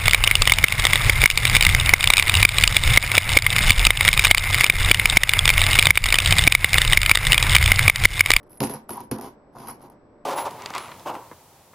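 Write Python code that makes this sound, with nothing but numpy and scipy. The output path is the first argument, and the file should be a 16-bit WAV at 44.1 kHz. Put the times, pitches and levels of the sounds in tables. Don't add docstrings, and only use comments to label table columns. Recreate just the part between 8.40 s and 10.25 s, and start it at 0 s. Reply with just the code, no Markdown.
import sys
import numpy as np
from scipy import signal
from scipy.fft import rfft, irfft
from scipy.io import wavfile
from scipy.ndimage import uniform_filter1d

SR = 44100
rng = np.random.default_rng(int(sys.argv[2]) if len(sys.argv) > 2 else 0)


def wrap_up_sound(samples):
    columns = np.atleast_2d(samples).T
    tamed = np.clip(columns, -1, 1)
    steps = np.round(tamed * 32767).astype(np.int16)
    wavfile.write(sys.argv[1], SR, steps)


def elevation(decibels):
    levels = np.asarray(decibels, float)
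    return 10 ** (levels / 20)


N = 81585
STRIKE = 6000


def evened(x):
    return x / np.sqrt(np.mean(x ** 2) + 1e-20)


def read(points, hz):
    f, value = np.transpose(points)
    return np.interp(np.log(hz + 1), np.log(f + 1), value)


def colour(x, points):
    size = x.shape[-1]
    gain = elevation(read(points, np.fft.rfftfreq(size, 1 / SR)))
    return irfft(rfft(x) * gain, size)


# (frequency [Hz], level [dB per Hz])
AIR = [(25, -4.5), (110, -4), (310, 0.5), (1000, -11.5), (2200, -26), (3000, -38.5), (5700, -38.5),
       (6700, -64.5)]
# (frequency [Hz], left-right likeness [0-1])
LIKENESS = [(30, .9), (200, 0.99), (900, 0.67), (3000, 0.15), (6000, 0.26)]


def air():
    level_db, patch_db = -53, 0.31
    hz = np.fft.rfftfreq(1024, 1 / SR)
    a, b, c, d, patches = rng.standard_normal((N // 256 + 5, 513, 5)).T
    patches = uniform_filter1d(patches, 6, 0)
    patches = evened(uniform_filter1d(patches, 10, 1))
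    same = np.clip(read(LIKENESS, hz), -1, 1)[:, None]
    left = a + 1j * b
    right = same * left + np.sqrt(1 - same ** 2) * (c + 1j * d)
    spectrum_db = read(list(AIR) + [(9000, -100.5)], hz)[:, None]
    z = np.array([left, right]) * elevation(spectrum_db + patch_db * patches)
    return elevation(level_db) * evened(signal.istft(z, nperseg=1024, noverlap=768)[1][:, :N])


# (frequency [Hz], level [dB rms])
TONES = [(590, -65.5), (7880, -87)]


def whine():
    t = np.arange(N) / SR
    waver_db = 1.6 * evened(uniform_filter1d(rng.standard_normal(N), 1500))
    tones = sum(np.sqrt(2) * elevation(db) * np.sin(2 * np.pi * hz * t) for hz, db in TONES)
    return elevation(waver_db) * tones


# (frequency [Hz], level [dB per Hz])
WALL = [(1000, -9.5), (1900, -5), (2500, -6), (3600, -12), (5200, -7), (6800, -14), (7600, 8.5)]


def crack(tick):
    t60_s, tick_db, tick_t60_s = 0.029, 7, 0.004
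    t = np.arange(STRIKE) / SR
    noise = colour(rng.standard_normal(STRIKE), [(500, -39.5)] + list(WALL) + [(9500, -6), (13000, -7.5)])
    out = noise * (elevation(-60 * t / t60_s) + tick * elevation(tick_db - 60 * t / tick_t60_s))
    return out / np.sqrt(np.mean(out[:100] ** 2))


def ring(modes, spread, spread_db, damping):
    t = np.arange(STRIKE)[:, None] / SR
    hz, db, t60 = np.transpose(modes)
    level, pitch, phase = rng.standard_normal((3, len(hz)))
    decay = elevation(db + spread_db * level - 60 * t / (t60 * damping))
    out = (decay * np.sin(2 * np.pi * hz * (1 + spread * pitch) * t + 2 * phase)).sum(1)
    return out / np.sqrt(np.mean(out[:300] ** 2))


# (frequency [Hz], level [dB], decay t60 [s])
BOX = [(38.03, -10, 0.076), (71, -6, 0.079), (130.7, 2, 0.083), (161.6, -8.5, .1), (225, -1, 0.16),
       (277.2, -2.5, 0.15), (359.8, 1.5, 0.088), (406, -2, 0.073), (502, -2.5, 0.085), (600.5, 0, 0.034)]
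# (frequency [Hz], level [dB], decay t60 [s])
HOLLOW = [(688, -1.5, 0.061), (812, 7.5, 0.035), (894, 5.5, 0.054), (972.6, 1, 0.077), (1097, -6, 0.065),
          (1262, 4, 0.016), (1430, -6.5, 0.033)]
# (frequency [Hz], level [dB], decay t60 [s])
COINS = [(10000, -2, 0.017), (9700, -8.5, 0.01), (10340, -13, .06), (10600, -11.5, 0.078),
         (11190, -2, 0.018), (10770, -12, 0.1006), (11080, -7.5, .09), (11100, -4.5, 0.017),
         (12000, -13.5, 0.035), (12000, -2, 0.041), (13400, 9, 0.017)]
RISE_S = [0.00045, 0.0043, 0.00074, 0.00097]


def strikes(damping, tick=False):
    rise = 1 - np.exp(-np.arange(STRIKE) / SR / np.array(RISE_S)[:, None])
    heard = []
    for _ in range(2):
        wall = crack(tick)
        box = ring(BOX, 0.02, 2.1, 0.84)
        hollow = ring(HOLLOW, 0.015, 4.1, 0.85)
        coins = ring(COINS, 0.015, 3.0, damping)
        heard.append(rise * np.array([wall, box, hollow, coins]))
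    return np.vstack(heard)


BLOW_TRIM_DB = [4.5, -5.5, -5, 1.5]


def landed(events):
    lag_s, damping = 0.0008, 0.35
    out = np.zeros((8, N + STRIKE))
    for s, *db in events:
        at = round((s + lag_s) * SR)
        level = np.tile(elevation(np.add(db, BLOW_TRIM_DB)), 2)[:, None]
        out[:, at:at + STRIKE] += level * strikes(damping, tick=True)
    return out[:, :N]


# (time [s], crack [dB], hollow [dB], coin ring [dB])
TOUCHES = [(0.03, -58, -77, -58), (.095, -64, -84, -63), (0.116, -56, -77, -46.5), (.129, -52, -68, -46),
           (.143, -69, -55, -62), (.172, -53.5, -56, -44.5), (.218, -40, -43.5, -36.5),
           (.232, -36, -41, -38.5), (.24, -35, -45, -41), (.252, -38.5, -44.5, -40),
           (.261, -40.5, -49, -42), (.308, -44.5, -42.5, -42), (.798, -48, -68, -64), (.82, -61, -69, -45),
           (0.825, -64, -57.5, -43), (1.152, -77, -41, -73.5), (1.166, -62, -34, -71),
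           (1.184, -41.5, -38, -49), (1.395, -60, -53.5, -78), (1.406, -57, -42, -77),
           (1.416, -55, -64, -53), (1.425, -53, -53, -52)]


def touches():
    return landed([(s, wall, -99, hollow, coins) for s, wall, hollow, coins in TOUCHES])


# (start [s], length [s], level [dB], box share [dB], coin share [dB])
SLIDES = [(0.055, 0.027, -69, -9, -5), (0.088, 0.079, -64.5, -2, 8.5), (0.206, 0.0121, -36.5, 12.5, -10.5),
          (0.223, 0.023, -36.5, -2, -1), (0.285, 0.067, -41, 4, -4), (0.486, 0.044, -42, 2.5, 2.5),
          (0.541, 0.054, -44.5, -5.5, -30), (0.626, 0.014, -63, 16.5, 4.5), (0.716, 0.046, -42.5, 7.5, -10),
          (0.768, 0.03, -48, 4, -19.5), (0.815, 0.051, -43, 2, -13), (1.124, 0.016, -65, 2, -14),
          (1.147, 0.037, -48, 1, -36), (1.178, 0.13, -45.5, -2.5, -12.5), (1.277, 0.018, -47.5, 0.5, 6.5),
          (1.316, 0.112, -68.5, 11.5, -24), (1.406, 0.057, -51, -1.5, -33), (1.512, 0.0073, -57.5, 0, -32)]


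def slides():
    rise_share, fall_s = 0.18, 0.019
    rattle_per_s, jingle_per_s = 2400, 450
    t, drive = np.arange(N) / SR, np.zeros((4, N))
    for s, length, db, box_db, coin_db in SLIDES:
        rise = np.clip((t - s) / (rise_share * length), 0, 1)
        shape = rise * np.exp(-np.maximum(t - s - length, 0) / fall_s)
        scrape_db = -0.5 + 0.13 * box_db + 0.13 * coin_db
        drive += shape * elevation(db + np.array([[scrape_db], [box_db], [0], [coin_db]]))
    chance, spot = rng.random(N), rng.integers(0, 5, N)
    size = elevation(3.2 * np.minimum(rng.exponential(1, N), 4)) * rng.choice([-1., 1.], N)
    rates = np.tile([rattle_per_s, rattle_per_s, rattle_per_s, jingle_per_s], 2)[:, None]
    contacts = np.array([evened(row) for row in size * (chance < rates / SR)])
    out, drive = np.zeros((8, N)), np.tile(drive, (2, 1))
    for k in range(5):
        body = strikes(0.31)
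        body /= np.linalg.norm(body, axis=1)[:, None]
        out += signal.fftconvolve(drive * contacts * (spot == k), body, axes=1)[:, :N]
    return out


# (time [s], frequency [Hz], level [dB], decay t60 [s])
NOTES = [
    (.172, 10600, -38, 0.24),
    (.205, 10770, -41, .1),
    (.24, 10870, -20.5, 0.11),
    (0.296, 11080, -28.5, 0.14),
    (.297, 12000, -53, 0.085),
    (.512, 10700, -19.5, 0.053),
    (1.283, 11200, -52, 0.079),
    (.492, 947.4, -28.5, 0.18),
    (.572, 963.3, -26, 0.17),
    (0.717, 218.5, -26, 0.23),
]


def notes():
    rise_s, caught_s = 0.011, 0.05
    s, hz, db, t60 = np.transpose(NOTES)[:, :, None]
    t = np.maximum(np.arange(N) / SR - s, 0)
    envelope = (1 - np.exp(-t / rise_s)) * elevation(db - 60 * t / t60) * np.exp(-(t / caught_s) ** 4)
    each = envelope * np.sin(2 * np.pi * hz * t)
    wall, box, hollow, coins = np.zeros(N), each[-1], each[-3:-1].sum(0), each[:-3].sum(0)
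    return np.array([wall, box, hollow, coins])


# (time [s], crack [dB], box thud [dB], hollow [dB], coin ring [dB])
BLOWS = [(0.2034, -17, -11.5, -24.5, -49), (0.2124, -46.5, -26, -26, -43.5),
         (0.2288, -28.5, -21, -25.5, -28), (0.2358, -20, -14.5, -31, -56.5), (0.2444, -31.5, -38, -49, -52),
         (0.2704, -29.5, -23, -44, -38), (0.2957, -34.5, -24, -29.5, -32.5),
         (0.3366, -36, -34.5, -31, -29.5), (0.4918, -36, -53, -27, -30), (0.5043, -33.5, -25.5, -44, -33),
         (0.5684, -64, -56, -34.5, -35.5), (0.5764, -46, -55, -29, -59.5), (0.6035, -40, -33.5, -35, -38.5),
         (0.6116, -46, -36.5, -60, -63), (0.634, -78, -47, -50.5, -58), (0.7123, -23.5, -16, -30, -29),
         (0.7204, -34, -19, -30.5, -66.5), (0.7846, -34, -47, -34, -59), (0.7909, -49, -36, -34.5, -69),
         (0.8101, -35, -48, -32, -35), (0.903, -73, -38.5, -62, -75), (1.2715, -35.5, -37, -41, -47),
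         (1.2844, -62, -35.5, -31.5, -35.5), (1.2974, -37.5, -55, -33.5, -46),
         (1.4985, -56, -57, -41, -47.5)]


def blows():
    return landed(BLOWS)


# (frequency [Hz], decay t60 [s])
ROOM_T60 = [(150, 0.3), (1000, 0.39), (4000, 0.22), (11000, 0.17)]


def room(x):
    taps = np.zeros((2, SR // 2))
    at = np.arange(200, SR // 2 - 20, 20) + rng.integers(0, 20, (2, (SR // 2 - 201) // 20))
    np.put_along_axis(taps, at, rng.choice([-1., 1.], at.shape), 1)
    hz, t, z = signal.stft(taps, SR, nperseg=256)
    decay = elevation(-60 * t / read(ROOM_T60, hz)[:, None])
    tail = signal.istft(z * decay, SR, nperseg=256)[1]
    return signal.fftconvolve(x[None], tail / np.linalg.norm(tail[0]), axes=1)[:, :N]


def sooner(x, s):
    return irfft(rfft(x) * np.exp(2j * np.pi * s * np.fft.rfftfreq(N, 1 / SR)), N)


# (start [s], end [s], frequency [Hz])
HOLES = [
    (1.19, 1.29, 4330),
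    (1.25, 1.39, 3630),
    (1.32, 1.37, 3200),
    (.33, .37, 3500),
    (.52, .56, 4050),
]


def gate(x):
    floor_db, under_loudest_db, chance_db = -91, -21, 4
    above_hz, hole_hz = 6600, 130
    hz, t, z = signal.stft(x, SR, nperseg=1024)
    bands = np.arange(len(hz)) // 10
    power = np.add.reduceat((np.abs(z) ** 2).mean(0), np.arange(0, len(hz), 10))
    level = 10 * np.log10(power + 1e-20)
    level = level + chance_db * evened(uniform_filter1d(rng.standard_normal(level.shape), size=3))
    high = (hz > above_hz)[:, None]
    loudest = np.where(high, level[bands], -200).max(0)
    edge = np.maximum(floor_db, loudest + under_loudest_db)
    keep = np.where(high, level[bands] > edge, 1.)
    for start, end, centre in HOLES:
        keep *= 1 - (np.abs(hz - centre) < hole_hz)[:, None] * ((t > start) & (t < end))
    return signal.istft(z * keep, SR, nperseg=1024)[1][:, :N]


# (start [s], length [s], depth [dB])
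HUSHES = [
    (.017, .012, -25),
    (.082, .008, -25),
    (.184, .0175, -11),
    (.2085, .004, -12),
    (.701, .0085, -35),
    (.767, .016, -9),
    (.789, .007, -12),
    (.802, .007, -12),
    (.815, .004, -8),
    (1.491, .0065, -35),
]


def hush(x):
    above_hz = 2100
    t, fall_db = np.arange(N) / SR, np.zeros(N)
    for s, length, db in HUSHES:
        fall_db += db * ((t > s) & (t < s + length))
    treble = colour(x, [(0.8 * above_hz, -80), (above_hz, 0)])
    return x - treble * (1 - elevation(uniform_filter1d(np.minimum(fall_db, 0), size=60)))


ROOM_DB = [-6, -37.5, -13, -34.5]
PAN_DB = [-2.5, -0.9, 1.5, -1.3]
SIDEWAYS_DB = [-11, -25, -17, -8]
# (frequency [Hz], level [dB])
MIC = [(30, -10), (105, 0), (6800, 0), (7350, -22), (7650, -52), (8400, -50), (8800, -22), (9250, 0),
       (12450, 0), (12950, -26), (14200, -50)]


def scene():
    left_lag_s, duck_db = 1.7e-5, -49
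    parts, side = (touches() + slides() + blows()).reshape(2, 4, N)
    parts = parts + notes()
    pan = elevation(np.array(PAN_DB)[:, None] / 2)
    side = (side * elevation(SIDEWAYS_DB)[:, None]).sum(0)
    left = (parts * pan).sum(0) + side
    right = sooner((parts / pan).sum(0), left_lag_s) - side
    reflected = room((parts * elevation(ROOM_DB)[:, None]).sum(0))
    hopper = colour(np.array([left, right]) + reflected, MIC)
    loud = np.abs(uniform_filter1d(hopper[0] ** 2, 1500)) / elevation(2 * duck_db)
    return gate(hopper + air()) + whine() / (1 + loud ** 2)


def low_pass(x):
    return signal.sosfilt(signal.butter(12, 13910, fs=SR, output="sos"), x)


def record(dry):
    mix = hush(dry)
    return low_pass(mix)


dry = scene()
out = record(dry)
wrap_up_sound(out)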